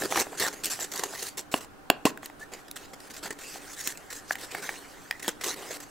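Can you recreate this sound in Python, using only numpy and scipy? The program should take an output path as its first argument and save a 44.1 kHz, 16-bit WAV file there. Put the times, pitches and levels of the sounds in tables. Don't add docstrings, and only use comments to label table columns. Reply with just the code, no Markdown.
import sys
import numpy as np
from scipy import signal
from scipy.fft import rfft, irfft, next_fast_len
from scipy.io import wavfile
from scipy.ndimage import uniform_filter1d, map_coordinates

SR = 44100
rng = np.random.default_rng(int(sys.argv[2]) if len(sys.argv) > 2 else 0)


def to_wav(sig):
    pcm = np.clip(np.atleast_2d(sig), -1, 1) * 32767
    pcm = np.round(pcm).astype(np.int16)
    wavfile.write(sys.argv[1], SR, pcm.T)


N = 260270


def amp(db):
    return 10 ** (np.asarray(db) / 20)


def unit(x):
    return x / np.sqrt(np.mean(x ** 2) + 1e-20)


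def along(points, hz):
    freqs, values = np.transpose(points)
    return np.interp(np.log(hz + 1), np.log(freqs + 1), values)


def curves(rows):
    times, *columns = np.transpose(rows)
    return [np.interp(np.arange(N) / SR, times, column) for column in columns]


def wobble(rate):
    points = rng.standard_normal(int(N * rate / SR) + 4)
    return map_coordinates(points, [np.arange(N) * rate / SR])


def filtered(x, response):
    size = next_fast_len(N + SR // 2)
    return irfft(rfft(x, size) * response(np.fft.rfftfreq(size, 1 / SR)), size)[..., :N]


def stereo_noise(response, likeness, patchy_db):
    spectrum = signal.stft(rng.standard_normal((2, N)), nperseg=256)[2]
    patches = uniform_filter1d(rng.standard_normal(spectrum.shape[1:]), size=2, axis=0)
    patches = uniform_filter1d(patches, size=15, axis=1)
    pair = signal.istft(spectrum * amp(patchy_db * unit(patches)), nperseg=256)[1][:, :N]
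    angle = lambda hz: np.arccos(np.clip(along(likeness, hz), -1, 1)) / 2
    mid, side = filtered(pair, lambda hz: response(hz) * [np.cos(angle(hz)), np.sin(angle(hz))])
    return unit(np.array([mid + side, mid - side]))


def room_hum():
    colour = [(28, -2.5), (60, -8), (160, -5.5), (400, -5.5), (1000, -9.5), (1500, -8.5), (2000, -18.5),
              (5000, -27.5), (16000, -33)]
    likeness = [(60, 0.017), (500, 0.075), (15000, .05)]
    drones = [(290, 22, -60), (772, 48, -63.5)]
    out = amp(-51) * stereo_noise(lambda hz: amp(along(colour, hz)), likeness, patchy_db=1.0)
    for centre_hz, width_hz, db in drones:
        band = lambda hz: 1 / (1 + ((hz - centre_hz) / width_hz * 2) ** 2)
        out += amp(db) * stereo_noise(band, [(300, 0.87)], patchy_db=1.5)
    return out


def room_echo(x):
    fade_times = [(250, 0.47), (2000, 0.3), (12000, 0.069)]
    hz, t, spectrum = signal.stft(rng.standard_normal((2, SR // 2)), SR, nperseg=256)
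    fade = amp(-60 * t / along(fade_times, hz)[:, None])
    mid, side = signal.istft(spectrum * fade, SR, nperseg=256)[1]
    tail = np.array([mid + .5 * side, mid - .5 * side])
    delayed = np.pad(x, (round(.005 * SR), 0))
    return signal.fftconvolve(delayed[None], tail / np.linalg.norm(tail[0]), axes=1)[:, :N]


def squeaks_and_ringing():
    # t/s, length/s, f/Hz, level/dB
    tones = [(0.19, 0.024, 4150, -31), (0.395, 0.04, 3970, -33), (1.185, 0.023, 4630, -45),
             (1.215, 0.02, 4600, -38), (3.402, 0.16, 2650, -50), (3.45, 0.1, 4900, -48),
             (5.117, 0.072, 1954, -48), (5.479, 0.041, 3980, -32)]
    out, t = np.zeros(N), np.arange(N) / SR
    wavering_time = np.cumsum(1 + .06 * wobble(900)) / SR
    flutter = amp(2.7 * wobble(250))
    for start, length, hz, db in tones:
        swell = np.sin(np.pi * np.clip((t - start) / length, 0, 1))
        out += amp(db) * swell * np.sin(2 * np.pi * hz * wavering_time)
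    return out * flutter


def rubbing_power():
    hold = [(0.0, -35.5), (0.23, -47.5), (1.17, -50), (1.35, -74), (1.68, -71), (2.87, -58), (3.37, -55.5),
            (3.7, -48.5), (4.14, -55), (4.58, -49), (4.73, -47), (5.24, -55), (5.59, -58), (5.9, -56)]
    # t/s, length/s, level/dB, swell/dB, weight (wall over hiss)/dB
    slides = [(0.0, 0.06, -42.5, 11, -1), (0.107, 0.12, -32.5, 3, -2.5), (0.318, 0.062, -53.5, -3, 6.5),
              (0.372, 0.02, -40, 8, -12), (0.395, 0.095, -32.5, -2.5, -3.5),
              (0.526, 0.02, -40.5, -11, -4.5), (0.634, 0.057, -35.5, -4, -14.5),
              (0.698, 0.1, -40, -18.5, -12.5), (0.796, 0.051, -36.5, -3, -7.5),
              (0.921, 0.15, -42.5, -4.5, -3), (1.074, 0.088, -44.5, 10.5, -4),
              (1.168, 0.125, -39, 4, -15.5), (1.371, 0.042, -38, -10.5, -8.5),
              (1.513, 0.075, -41.5, -0.5, -7.5), (1.605, 0.043, -47.5, -10, -8.5),
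              (2.053, 0.057, -36.5, -21, -4), (2.222, 0.042, -50.5, 11, -6), (2.393, 0.048, -52.5, 1, -2),
              (2.517, 0.036, -50, 3, 4), (2.55, 0.068, -56.5, 1, 0), (2.757, 0.017, -38.5, -2, -12),
              (2.774, 0.086, -54, 4, -6), (2.932, 0.016, -48, -15, -1), (3.01, 0.074, -54, 8, -10),
              (3.098, 0.022, -44.5, -2, -13), (3.134, 0.027, -48, -9, -5.5), (3.163, 0.033, -46, -9, -11),
              (3.226, 0.054, -41, -1, -3), (3.394, 0.19, -46, 2, -10), (3.598, 0.153, -49.5, 9, -24),
              (3.762, 0.054, -40.5, 15, -28), (3.837, 0.088, -41.5, 1, -25), (4.1, 0.1, -44, -5, -17),
              (4.276, 0.059, -45.5, 9, -16), (4.382, 0.075, -45, 2, -6), (4.506, 0.1, -46.5, 3, -1),
              (4.622, 0.17, -46.5, -10.5, -3.5), (5.223, 0.1, -46, -7.5, -7), (5.409, 0.026, -39.5, -8, -5),
              (5.435, 0.11, -36, -10.5, -6), (5.558, 0.15, -46.5, 0.5, 0.5), (5.705, 0.067, -42, -6, -4.5),
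              (5.801, 0.04, -49.5, 9, -9)]
    slips = [(0.0149, -20, -15), (0.034, -21, -5), (0.103, -21, -7), (0.196, -7.5, -16), (0.397, -8.5, -12),
             (0.46, -18, 1), (0.7033, -22, -12), (0.842, -17.5, -10), (0.916, -18, -24),
             (0.934, -19.5, -15), (0.957, -17.5, -27), (0.9753, -14.5, -31), (0.9927, -17.5, -1),
             (1.035, -12.5, -9.5), (1.2231, -18, -14), (1.378, -14.5, -17.5), (1.389, -19.5, -7),
             (1.5744, -30, -10), (1.6444, -33, -5), (2.0654, -16.5, -10), (2.0954, -30, -10),
             (2.535, -29.5, -8), (2.6805, -36.5, 1), (3.001, -30.5, -8), (3.3054, -19, -1),
             (3.324, -28, -1), (3.3867, -28.5, -4), (3.8616, -17.5, -15), (3.8721, -13, -23),
             (3.9, -23, -11), (3.972, -30, -16), (4.126, -21, -15), (4.3196, -20.5, -15), (4.41, -25, -18),
             (4.513, -26, -12), (4.619, -29, -12), (5.1947, -28, -2), (5.226, -31, -8), (5.283, -11.5, -3),
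             (5.439, -12.5, -14), (5.7264, -28, -8), (5.801, -26, -11)]
    slide_rise_s, linger_fade_s = 0.0031, 0.21
    slip_rise_s, slip_fade_s = 0.0013, 0.036
    t = np.arange(N) / SR
    open_db = 2 * (t > 1.9)

    def bands(db, weight_db):
        air_db = db - 3.5 + 0.25 * weight_db + open_db
        return amp([db + weight_db, air_db, db]) ** 2

    power = bands(curves(hold)[0] - 4, weight_db=-3)
    for start, length, db, swell_db, weight_db in slides:
        age = t - start
        rise = np.clip(age / slide_rise_s, 0, 1) ** 2
        progress = np.clip(age / length, 0, 1)
        linger_db = (age > length) * (-10 - 60 * (age - length) / linger_fade_s)
        power += rise * bands(db + swell_db * (progress - .5) + linger_db, weight_db)
    for start, db, weight_db in slips:
        age = np.clip(t - start, 0, 1)
        rise = (1 - np.exp(-age / slip_rise_s)) ** 2
        power += rise * bands(db - 8.5 - 60 * age / slip_fade_s, weight_db)
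    return power


def rubbing():
    # f/Hz, relative level/dB
    wall = [(47, -43), (80, -17), (233, -7.5), (404, 3), (591, -5), (755, -3.5), (1010, -5), (1500, -14),
            (1950, -15.5), (3300, -120)]
    air = [(590, -53), (1000, -11.5), (1840, 0), (2070, -3), (2250, -5.5), (3400, -9.5), (4420, -15),
           (7480, -120)]
    hiss = [(1530, -68), (2600, -11), (3420, -9), (3920, -4), (5390, -3), (7650, 0), (8840, -5.5),
            (12800, -9), (16000, -11.5)]
    likeness = [(100, 0.74), (600, 1), (2500, 1), (8000, 0.65), (15000, 0.41)]
    stutter = 1.36 * wobble(110) + 2.16 * wobble(600)
    carry = np.exp(-1 / (0.00052 * SR))
    gains = np.sqrt(signal.lfilter([1 - carry], [1, -carry], rubbing_power()))
    hiss_db = 20 * np.log10(gains[-1] + 1e-9)
    pressure = np.clip((hiss_db + 60) / 22, .3, 1.3)
    gains *= amp(pressure * stutter)
    return sum(gain * stereo_noise(lambda hz: amp(along(colour, hz)), likeness, patchy_db)
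               for gain, colour, patchy_db in zip(gains, (wall, air, hiss), (3, 4, 4)))


def lid_pop():
    glides = [
        [(2.056, 413.8, -25), (2.062, 583, -21), (2.069, 1014, -22), (2.077, 1110, -23), (2.085, 1250, -55)],
        [(2.408, 1690, -51), (2.418, 1724, -35), (2.44, 1810, -43), (2.452, 1850, -54)],
    ]
    out, t = np.zeros(N), np.arange(N) / SR
    for glide in glides:
        hz, db = curves(glide)
        sounding = (t > glide[0][0]) & (t < glide[-1][0])
        out += sounding * amp(db + 3.2 * wobble(300)) * np.sin(2 * np.pi * np.cumsum(hz) / SR)
    return out


def taps_and_snaps():
    # t/s, level/dB, kind, pitch factor set by the grip, hardness (extra tick over thud)/dB
    clicks = [(0.021, -15.5, "pad", 1, 1), (0.1224, -13, "pad", 1.16, -5), (0.158, -12.5, "pad", 1.44, -2),
              (0.1745, -10, "pad", 1.03, 2), (0.2673, -26, "pad", 0.92, -6), (0.329, -28, "pad", .95, -8),
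              (0.636, -23, "nail", 0.93, -2), (0.6452, -16, "nail", 1.16, 2),
              (0.6567, -14.5, "nail", 1.02, 7), (0.666, -18, "nail", 0.96, -4),
              (0.7902, -23, "pad", 1.03, 9), (1.136, -25, "pad", 0.9, -5), (1.5402, -5.5, "seam", 0.98, -5),
              (1.9003, 1.5, "seam", 0.95, 4), (1.915, -27, "seam", 0.96, -10), (2.0531, -3, "lid", .97, 0),
              (2.174, -26.5, "toy", 0.91, 3), (2.2299, -26.5, "pad", 1.07, 3),
              (2.2583, -24, "nail", 1.02, 4.5), (2.2987, -31.5, "pad", 1.15, 4),
              (2.7124, -27, "nail", 1.3, 12), (3.557, -29.5, "pad", 1, -6), (3.8735, -10, "nail", .9, 0),
              (4.3079, -11.5, "toy", 0.99, -15), (4.354, -19, "toy", 1.09, 3),
              (4.5484, -15.5, "toy", 1.01, -4), (4.691, -15, "toy", 1.06, -9), (4.74, -32, "toy", 1.1, -3),
              (5.1097, -13, "toy", 1.113, 7.5), (5.125, -30, "toy", 1.13, -4),
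              (5.245, -27, "toy", 1.06, -4), (5.261, -28, "toy", 1.02, 1), (5.2795, -10, "lid", 1.15, 8)]
    # f/Hz, level/dB, time to fade/s
    shell_notes = [
        [(299, 1.5, 0.025), (410, -12.5, 0.071)],
        [(743, 4.5, 0.0099), (1060, -6, 0.017)],
        [(1725, 2.5, 0.0084), (2150, -11, 0.014)],
        [(2860, 3.5, 0.0069), (3390, -1.5, 0.0062)],
        [(4540, -2, 0.0053), (7900, -3, 0.0051)],
    ]
    drives = {"pad": (-25.5, -7.5, -7.5, -18.5, -16), "nail": (-27, -31, -25, -10.5, -2),
              "seam": (-19, -9.5, -14.5, -5, -10), "lid": (-12, -11.5, -20, -9.5, -9),
              "toy": (-36, -15.5, -2, -14, -9.5)}
    out, t = np.zeros(N + SR), np.arange(SR // 10) / SR
    rise = (1 - np.exp(-t / 0.00092)) ** 2
    for start, db, kind, pitch, hardness_db in clicks:
        drive_db = drives[kind] + hardness_db * np.linspace(-.5, .5, len(shell_notes))
        bright_noise = signal.lfilter([1, -1], [1, -.4], rng.standard_normal(len(t)))
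        sound = amp(drive_db[-1] + 4.5 - 60 * t / 0.0085) * bright_noise
        for group, group_db in zip(shell_notes, drive_db):
            for hz, note_db, fade_s in group:
                pitch_scatter, level_scatter = rng.standard_normal(2)
                fade = amp(group_db + 8.5 + note_db + 1.7 * level_scatter - 60 * t / fade_s)
                tone_hz = hz * pitch * (1 + .02 * pitch_scatter)
                sound += fade * np.sin(2 * np.pi * tone_hz * t)
        out[round(start * SR):][:len(t)] += amp(db) * rise * sound
    return out[:N]


def scene():
    capsule = rubbing() + taps_and_snaps() + lid_pop() + squeaks_and_ringing()
    return capsule + amp(-20) * room_echo(capsule.mean(axis=0)) + room_hum()


def record(dry):
    balance = [(100, -2), (1200, -0.4), (9000, -1.5), (14000, 1.5)]
    top_hz, edge_hz = 16050, 400
    sides = lambda hz: amp(np.outer([.5, -.5], along(balance, hz)))
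    return filtered(dry, lambda hz: sides(hz) * np.clip((top_hz - hz) / edge_hz, 0, 1))


dry = scene()
out = record(dry)
to_wav(out)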